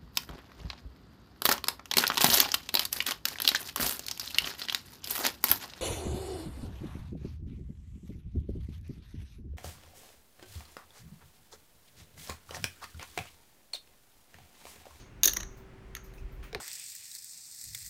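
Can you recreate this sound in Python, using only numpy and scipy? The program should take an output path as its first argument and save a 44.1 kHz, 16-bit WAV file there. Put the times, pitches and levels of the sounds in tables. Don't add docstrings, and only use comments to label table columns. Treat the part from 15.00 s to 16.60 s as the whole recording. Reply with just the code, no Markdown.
import sys
import numpy as np
from scipy import signal
from scipy.fft import rfft, irfft, next_fast_len
from scipy.io import wavfile
from scipy.ndimage import uniform_filter1d

SR = 44100
rng = np.random.default_rng(int(sys.argv[2]) if len(sys.argv) > 2 else 0)


def how_loud(loudness_db):
    steps = np.asarray(loudness_db, float) / 20
    return 10 ** steps


def materialize(psi):
    bounded = np.clip(np.atleast_2d(psi).T, -1, 1)
    quanta = np.round(bounded * 32767).astype(np.int16)
    wavfile.write(sys.argv[1], SR, quanta)


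N = 70560
EARLY = SR // 10
TAIL = SR // 2
ATTACK_S, RING_ATTACK_S, KNOCK_ATTACK_S = 0.00025, 0.0005, 0.0011
CRACK_T60_S = 0.0074


def unit(x):
    return x / np.sqrt(np.mean(x ** 2) + 1e-20)


def along(points, hz):
    f, value = np.transpose(points)
    return np.interp(np.log(hz + 1), np.log(f + 1), value)


def filtered(x, response):
    size = next_fast_len(len(x) + SR // 4)
    spectrum = rfft(x, size) * response(np.fft.rfftfreq(size, 1 / SR))
    return irfft(spectrum, size)[:len(x)]


def resonance(hz, width_hz):
    return lambda f: 1j * f * width_hz / (hz * hz - f * f + 1j * f * width_hz)


def noise_band(length, hz, width_hz):
    return unit(filtered(rng.standard_normal(length), resonance(hz, width_hz)))


def narrow_noise_band(length, hz, width_hz):
    band = resonance(hz, width_hz)
    return unit(filtered(rng.standard_normal(length), lambda f: band(f) ** 2))


def rise(t, attack_s):
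    return 1 - np.exp(-t / attack_s)


def seconds(length):
    return np.arange(length) / SR


def silence():
    return np.zeros(N + EARLY)


def add(track, s, sound):
    at = max(round(s * SR) + EARLY, 0)
    track[at:at + len(sound)] += sound[:len(track) - at]


def ring(modes, t, detune, attack_s):
    hz, db, t60 = np.transpose(modes)[:, :, None]
    level_luck, pitch_luck, phase_luck = rng.standard_normal((3, len(modes), 1))
    waves = np.sin(2 * np.pi * hz * (1 + detune * pitch_luck) * t + np.pi * phase_luck)
    levels = how_loud(db + 2.5 * level_luck - 60 * t / t60)
    return (levels * waves).sum(axis=0) * rise(t, attack_s)


# (f/Hz, t60/s)
ROOM_DECAY = [(300, 0.89), (2000, 0.15), (5500, .3), (6600, 0.43), (10000, 0.16), (12500, .2),
              (16000, 0.18)]
# (f/Hz, level/dB)
ROOM_TONE_COLOUR = [(1000, 5), (5900, -2), (6900, -3.5), (10500, -1), (15000, -4)]


def room(sound, wet_db=0):
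    wet_level_db, delay_s, near_db, near_t60_s = -11.5, 0.003, -8.5, 0.03
    hz, t, grains = signal.stft(rng.standard_normal(TAIL), SR, nperseg=256)
    fade_db = along(ROOM_TONE_COLOUR, hz)[:, None] - 60 * t / along(ROOM_DECAY, hz)[:, None]
    tail = signal.istft(grains * how_loud(fade_db), SR, nperseg=256)[1]
    tail = tail * rise(seconds(len(tail)), delay_s)
    tail = tail / np.linalg.norm(tail[:EARLY])
    answer = how_loud(wet_level_db + wet_db) * signal.fftconvolve(sound, tail)
    near = rng.standard_normal(EARLY) * how_loud(-60 * seconds(EARLY) / near_t60_s)
    near = how_loud(near_db) * signal.fftconvolve(sound, near / np.linalg.norm(near))
    answer[:len(near)] += near
    answer[:len(sound)] += sound
    return answer


# (f/Hz, level/dB per Hz)
AIR_SPECTRUM = [(70, -6.5), (120, -8), (300, -13), (600, -21.5), (2200, -25.5), (3800, -36), (8200, -44.5),
                (16000, -51)]


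def room_air():
    return how_loud(-53.5) * unit(filtered(rng.standard_normal(N), lambda f: how_loud(along(AIR_SPECTRUM, f))))


# (f/Hz, level/dB, wander/Hz)
FAN_TONES = [
    (118.5, -60.5, 48),
    (383, -62.5, 0.93),
]


def fan():
    total = np.zeros(N)
    for hz, db, wander_hz in FAN_TONES:
        skirt = noise_band(N, hz, wander_hz)
        tone = how_loud(9) * np.sin(2 * np.pi * hz * seconds(N))
        total += how_loud(db) * unit(skirt + tone)
    return total


# (t/s, level/dB)
GRIP_LEVEL = [(0.0, -49.5), (0.12, -61.5), (0.16, -51), (0.484, -44), (0.502, -49.5), (0.77, -61),
              (0.86, -50.5), (1.002, -54), (1.024, -47.5), (1.166, -52.5), (1.23, -34), (1.314, -51),
              (1.416, -39.5), (1.496, -57.5), (1.576, -44.5), (1.6, -72)]


def grip_rumble():
    rumble = narrow_noise_band(N, 40.4, 22.3)
    strength = np.sqrt(np.abs(uniform_filter1d(rumble ** 2, SR // 16)))
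    rumble = unit(rumble / (strength + 0.39))
    return how_loud(np.interp(seconds(N), *np.transpose(GRIP_LEVEL))) * rumble


# (f/Hz, level/dB, t60/s)
CHIP_HIGH_MODES = [(9330, -16, 0.0082), (9790, -13, .005), (11050, -18, .003), (12100, -4, 0.005),
                   (13700, -12.5, 0.0037), (14600, -7.5, 0.006), (14400, -7, 0.01), (14900, -12, 0.0044)]


def contact(hz, high_db, low_db, low_modes):
    t = seconds(SR // 20)
    start = rise(t, RING_ATTACK_S)
    twin_hz = 2 * 6176 - hz
    twin = how_loud(-7.5) * np.sin(2 * np.pi * (twin_hz * t + rng.random()))
    main = (np.sin(2 * np.pi * hz * t) + twin) * how_loud(-60 * t / 0.012) * start
    crack = how_loud(-20 - 60 * t / CRACK_T60_S) * rng.standard_normal(len(t))
    slap = how_loud(-22 - 60 * t / 0.012) * noise_band(len(t), 2600, 7400)
    high = ring(CHIP_HIGH_MODES, t, 0.022, ATTACK_S) + crack
    low = ring(low_modes, t, 0.015, ATTACK_S) + slap
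    skirt = how_loud(-7 - 60 * t / 0.007) * noise_band(len(t), 6400, 850)
    return main + skirt * start + how_loud(high_db) * high + how_loud(low_db) * low


def touches(rows, low_modes):
    track = silence()
    for s, db, hz, high_db, low_db in rows:
        add(track, s, room(how_loud(db) * contact(hz, high_db, low_db, low_modes)))
    return track[EARLY:]


# (t/s, level/dB, main ring f/Hz, high modes level/dB, low modes level/dB)
CHIP_HITS = [(-.09, -26.5, 6000, 10, 1.5), (-.06, -26, 6530, 6, 4), (0.2105, -63.5, 6000, -1.5, 2),
             (0.2153, -63, 5730, -4, -3), (0.2324, -46.5, 6400, -7.5, -3.5), (0.2336, -7, 6437, -1, -6),
             (0.238, -17.5, 6430, 1.5, -3), (.2420, -20, 6500, 4, -1), (0.2461, -19, 6840, 3.5, 0.5),
             (0.2533, -24, 6300, -4.5, 7.5), (.2566, -14.5, 5980, 8, -7.5), (.2578, -10, 6600, -8, -12.5),
             (0.2632, -27, 6900, -4.5, -6), (.2756, -15.5, 6440, 7.5, -8),
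             (0.2786, -18.5, 6590, -4.5, -1.5), (0.2798, -18, 6450, -5.5, -3), (0.2823, -17, 6250, -2, -1),
             (.2860, -26.5, 6620, -3.5, 2.5), (.2945, -25.5, 6210, 6.5, -2.5),
             (.2970, -28.5, 6520, -5, -1.5), (0.3102, -41, 6530, -2, 11.5)]
# (f/Hz, level/dB, t60/s)
FREE_LOW_MODES = [(1350, -27.5, 0.014), (1750, -13, 0.011), (2322, -17, 0.006), (2803, -12, 0.0082),
                  (3330, -17, 0.013), (3750, -7.5, 0.011), (4340, -11.5, 0.012), (4700, -14.5, .008)]


def clatter():
    return touches(CHIP_HITS, FREE_LOW_MODES)


SCUFF_TIMES = [-.05, -.04, .5, .5677, .5677, 1.035, 1.042, 1.042, 1.138, 1.138, 1.174, 1.174, 1.3155, 1.425,
               1.427, 1.427, 1.433]
# (level/dB, centre f/Hz, width/Hz, t60/s)
SCUFF_SOUNDS = [(-50.5, 3000, 6100, .3), (-67, 10000, 7000, 0.18), (-73, 14000, 1200, .4),
                (-59, 15100, 3400, 0.23), (-65.5, 6100, 5300, 0.17), (-59.5, 13500, 600, 0.23),
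                (-68, 12100, 510, 0.2), (-65.5, 5800, 5800, 0.3), (-64, 14700, 2400, .35),
                (-68, 9400, 6600, 0.28), (-57, 2600, 230, 0.12), (-66.5, 5500, 3500, 0.23),
                (-66.5, 13600, 4500, 0.42), (-53, 1900, 1700, 0.31), (-58.5, 1200, 270, 0.23),
                (-62, 7100, 7100, .3), (-57, 14800, 3200, 0.24)]


def scuffs():
    track, t = silence(), seconds(TAIL)
    for s, (db, hz, width_hz, t60) in zip(SCUFF_TIMES, SCUFF_SOUNDS):
        hiss = narrow_noise_band(TAIL, hz, width_hz)
        add(track, s, how_loud(db - 60 * t / t60) * rise(t, 0.0039) * hiss)
    return track[EARLY:]


# (t/s, level/dB, f/Hz, t60/s)
SINGLE_MODES = [(.2378, -24.5, 14900, .005), (.2420, -9, 14800, 0.0067), (.2458, -9, 14200, 0.0057),
                (.2546, -23, 12300, .004), (0.256, -8, 14900, 0.005), (0.2551, -13, 9700, 0.0034),
                (0.2563, -8, 11900, 0.0042), (.2756, -17, 14700, .005), (.3350, -19, 12160, 0.0042),
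                (0.3662, -34, 1800, 0.0054), (.3695, -24.5, 1950, 0.0062), (.3697, -24, 11700, 0.0044),
                (0.406, -46, 1700, 0.0037), (0.4097, -44, 1700, 0.0041), (0.4326, -36.5, 1740, 0.0072),
                (.4318, -31.5, 3850, 0.0038), (.9510, -36, 3690, 0.0057), (.9615, -52, 6470, .012),
                (.9700, -42, 6500, .012), (.2338, -14, 3750, 0.0072), (.2790, -27, 1750, .01),
                (.9511, -31, 2600, 0.0037), (.9512, -32, 11840, .004), (0.37, -33.5, 3140, .006),
                (0.3694, -31, 3900, .008), (.4070, -39, 2800, 0.0068), (.4075, -42, 3560, .006),
                (0.3349, -36, 2930, 0.0075), (.2567, -14, 15500, .003)]


def grazes():
    track, t = silence(), seconds(SR // 50)
    for s, db, hz, t60 in SINGLE_MODES:
        add(track, s, room(ring([(hz, db, t60)], t, 0, ATTACK_S)))
    return track[EARLY:]


DESK_WET_DB = -7
# (t/s, level/dB)
DESK_HITS = [
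    (.236, -40),
    (0.251, -35),
    (0.263, -35),
    (0.282, -37.5),
    (0.336, -67),
    (.372, -39.5),
    (.408, -47),
    (1.549, -29),
]
# (f/Hz, level/dB, t60/s)
DESK_MODES = [(293, -5, 0.04), (381, -5, 0.059), (475, -12, 0.041), (596, -8.5, 0.03566), (696, -10, 0.02),
              (887, -21, 0.012), (1069, -9, 0.0091), (1648, -15, 0.02), (2340, -6, 0.0079)]


def desk_knocks():
    track, t = silence(), seconds(SR // 5)
    for s, db in DESK_HITS:
        knock = how_loud(db) * ring(DESK_MODES, t, 0.05, KNOCK_ATTACK_S)
        add(track, s, room(knock, DESK_WET_DB))
    return track[EARLY:]


# (end t/s, level/dB, length/s, main ring f/Hz, low modes level/dB)
FLATTENING = [
    (0.252, -28, 0.0018, 5970, -27),
    (0.255, -23.5, 0.0038, 6000, -2),
    (0.278, -30, 0.0033, 6170, -4),
    (.4316, -42, 0.0031, 5800, 15.5),
    (0.3196, -35, 0.0021, 6200, -2),
    (0.369, -25, .006, 5720, 9),
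    (0.4075, -26.5, 0.0065, 6370, 10),
    (0.964, -44, 0.003, 6500, -5),
    (.9682, -42, .004, 6430, 14.5),
    (0.983, -48, 0.0041, 6370, -1),
]
# (f/Hz, level/dB, t60/s)
DAMPED_LOW_MODES = [(1208, -15, 0.0089), (1823, -8.5, 0.0054), (2050, -16.5, 0.005), (2920, -16, 0.005),
                    (3717, -15.5, 0.005), (4307, -16.5, .005)]


def rolls():
    track = silence()
    t = np.arange(-SR // 40, 0) / SR
    for s, db, length_s, hz, low_db in FLATTENING:
        swell = how_loud(12 * t / length_s) * (t > -length_s)
        tiny_hits = swell * rng.standard_normal(len(t))
        tiny_hits = tiny_hits / np.linalg.norm(tiny_hits)
        rolled = signal.fftconvolve(contact(hz, -10.5, low_db, DAMPED_LOW_MODES), tiny_hits)
        add(track, s + t[0], room(how_loud(db) * rolled))
    return track[EARLY:]


# t/s, level/dB, f/Hz, attack/s, t60/s
DESK_BOOM = (.31, -45, 196, .03, 1.2)


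def desk_boom():
    track, t = silence(), seconds(SR // 5)
    s, db, hz, attack_s, t60 = DESK_BOOM
    fade_out = np.cos(np.pi / 2 * t / t[-1])
    boom = np.sin(2 * np.pi * hz * t) * how_loud(db - 60 * t / t60)
    add(track, s, boom * rise(t, attack_s) * fade_out)
    return track[EARLY:]


# (t/s, level/dB, main ring f/Hz, high modes level/dB, low modes level/dB)
EDGE_HITS = [
    (.3350, -30, 5650, 12.5, 5),
    (.9506, -41, 6450, 0, 11),
    (.9512, -34, 6540, 2, 10.5),
    (1.0425, -63, 6550, 9, 4.5),
]
# (f/Hz, level/dB, t60/s)
EDGE_LOW_MODES = [(1114, -19.5, 0.011), (1960, -6, 0.0064), (2880, -6.5, 0.0058), (3520, -11.5, .005),
                  (4260, -18.5, 0.0075)]


def edge_landings():
    return touches(EDGE_HITS, EDGE_LOW_MODES)


# (t/s, level/dB, main ring f/Hz, high modes level/dB, low modes level/dB)
PAPER_HITS = [
    (.3695, -20.5, 5970, -2.5, -1.5),
    (.4072, -37, 5800, -6, 1),
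    (.4318, -37, 6000, -8, 8),
    (0.9686, -34, 6510, -22, 6.5),
    (1.138, -58.5, 6250, 9, 18.5),
]


def paper_taps():
    return touches(PAPER_HITS, DAMPED_LOW_MODES)


# (t/s, level/dB)
SET_DOWN = [
    (1.5292, -42),
    (1.5477, -35.5),
    (1.5479, -34),
    (1.5509, -44.5),
]
# (f/Hz, level/dB, t60/s)
STACK_MODES = [(1700, 3, 0.0055), (2280, 2, 0.0078), (2710, -1.5, 0.0077), (3750, -2, 0.0087),
               (4090, 2.5, 0.0062), (4640, -3, 0.0048), (5070, -4, 0.0049), (5980, -6, 0.0057),
               (6900, -0.5, 0.0036), (8560, -9, 0.0062), (13000, -18, 0.0035)]


def stack():
    track, t = silence(), seconds(SR // 20)
    for s, db in SET_DOWN:
        click = ring(STACK_MODES, t, 0.0069, ATTACK_S)
        crack = how_loud(-6.5 - 60 * t / CRACK_T60_S) * rng.standard_normal(len(t))
        add(track, s, room(how_loud(db) * (click + crack)))
    return track[EARLY:]


# (t/s, level/dB, f/Hz, t60/s)
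ROCKING = [
    (1.5298, -40.5, 703, 0.026),
    (1.5305, -39, 447, 0.07),
    (1.5485, -35, 420, 0.044),
    (1.5495, -35, 1110, 0.022),
    (1.551, -35, 729, 0.038),
    (1.555, -32, 373, .055),
    (1.5595, -33.5, 800, 0.022),
    (1.562, -43, 490, 0.034),
    (1.55, -48, 130, .08),
]


def desk_thuds():
    track, t = silence(), seconds(SR // 5)
    for s, db, hz, t60 in ROCKING:
        add(track, s, room(ring([(hz, db, t60)], t, 0, KNOCK_ATTACK_S), DESK_WET_DB))
    return track[EARLY:]


# (f/Hz, level/dB)
MIC_COLOUR = [(500, -0.5), (5000, 3.5), (7000, 2), (7500, -3.5), (8000, -4.5), (8600, 3.5), (15780, -2),
              (15900, -52)]


def scene():
    chips = clatter() + paper_taps() + edge_landings() + grazes() + rolls()
    near = chips + scuffs() + desk_knocks() + desk_thuds() + desk_boom() + stack()
    coloured = filtered(near, lambda f: how_loud(along(MIC_COLOUR, f)))
    background = room_air() + fan() + grip_rumble()
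    return (coloured + background)[None]


def band_limit(x):
    return signal.sosfilt(signal.butter(12, 17000, fs=SR, output="sos"), x)


def record(dry):
    return band_limit(dry)


dry = scene()
out = record(dry)
materialize(out)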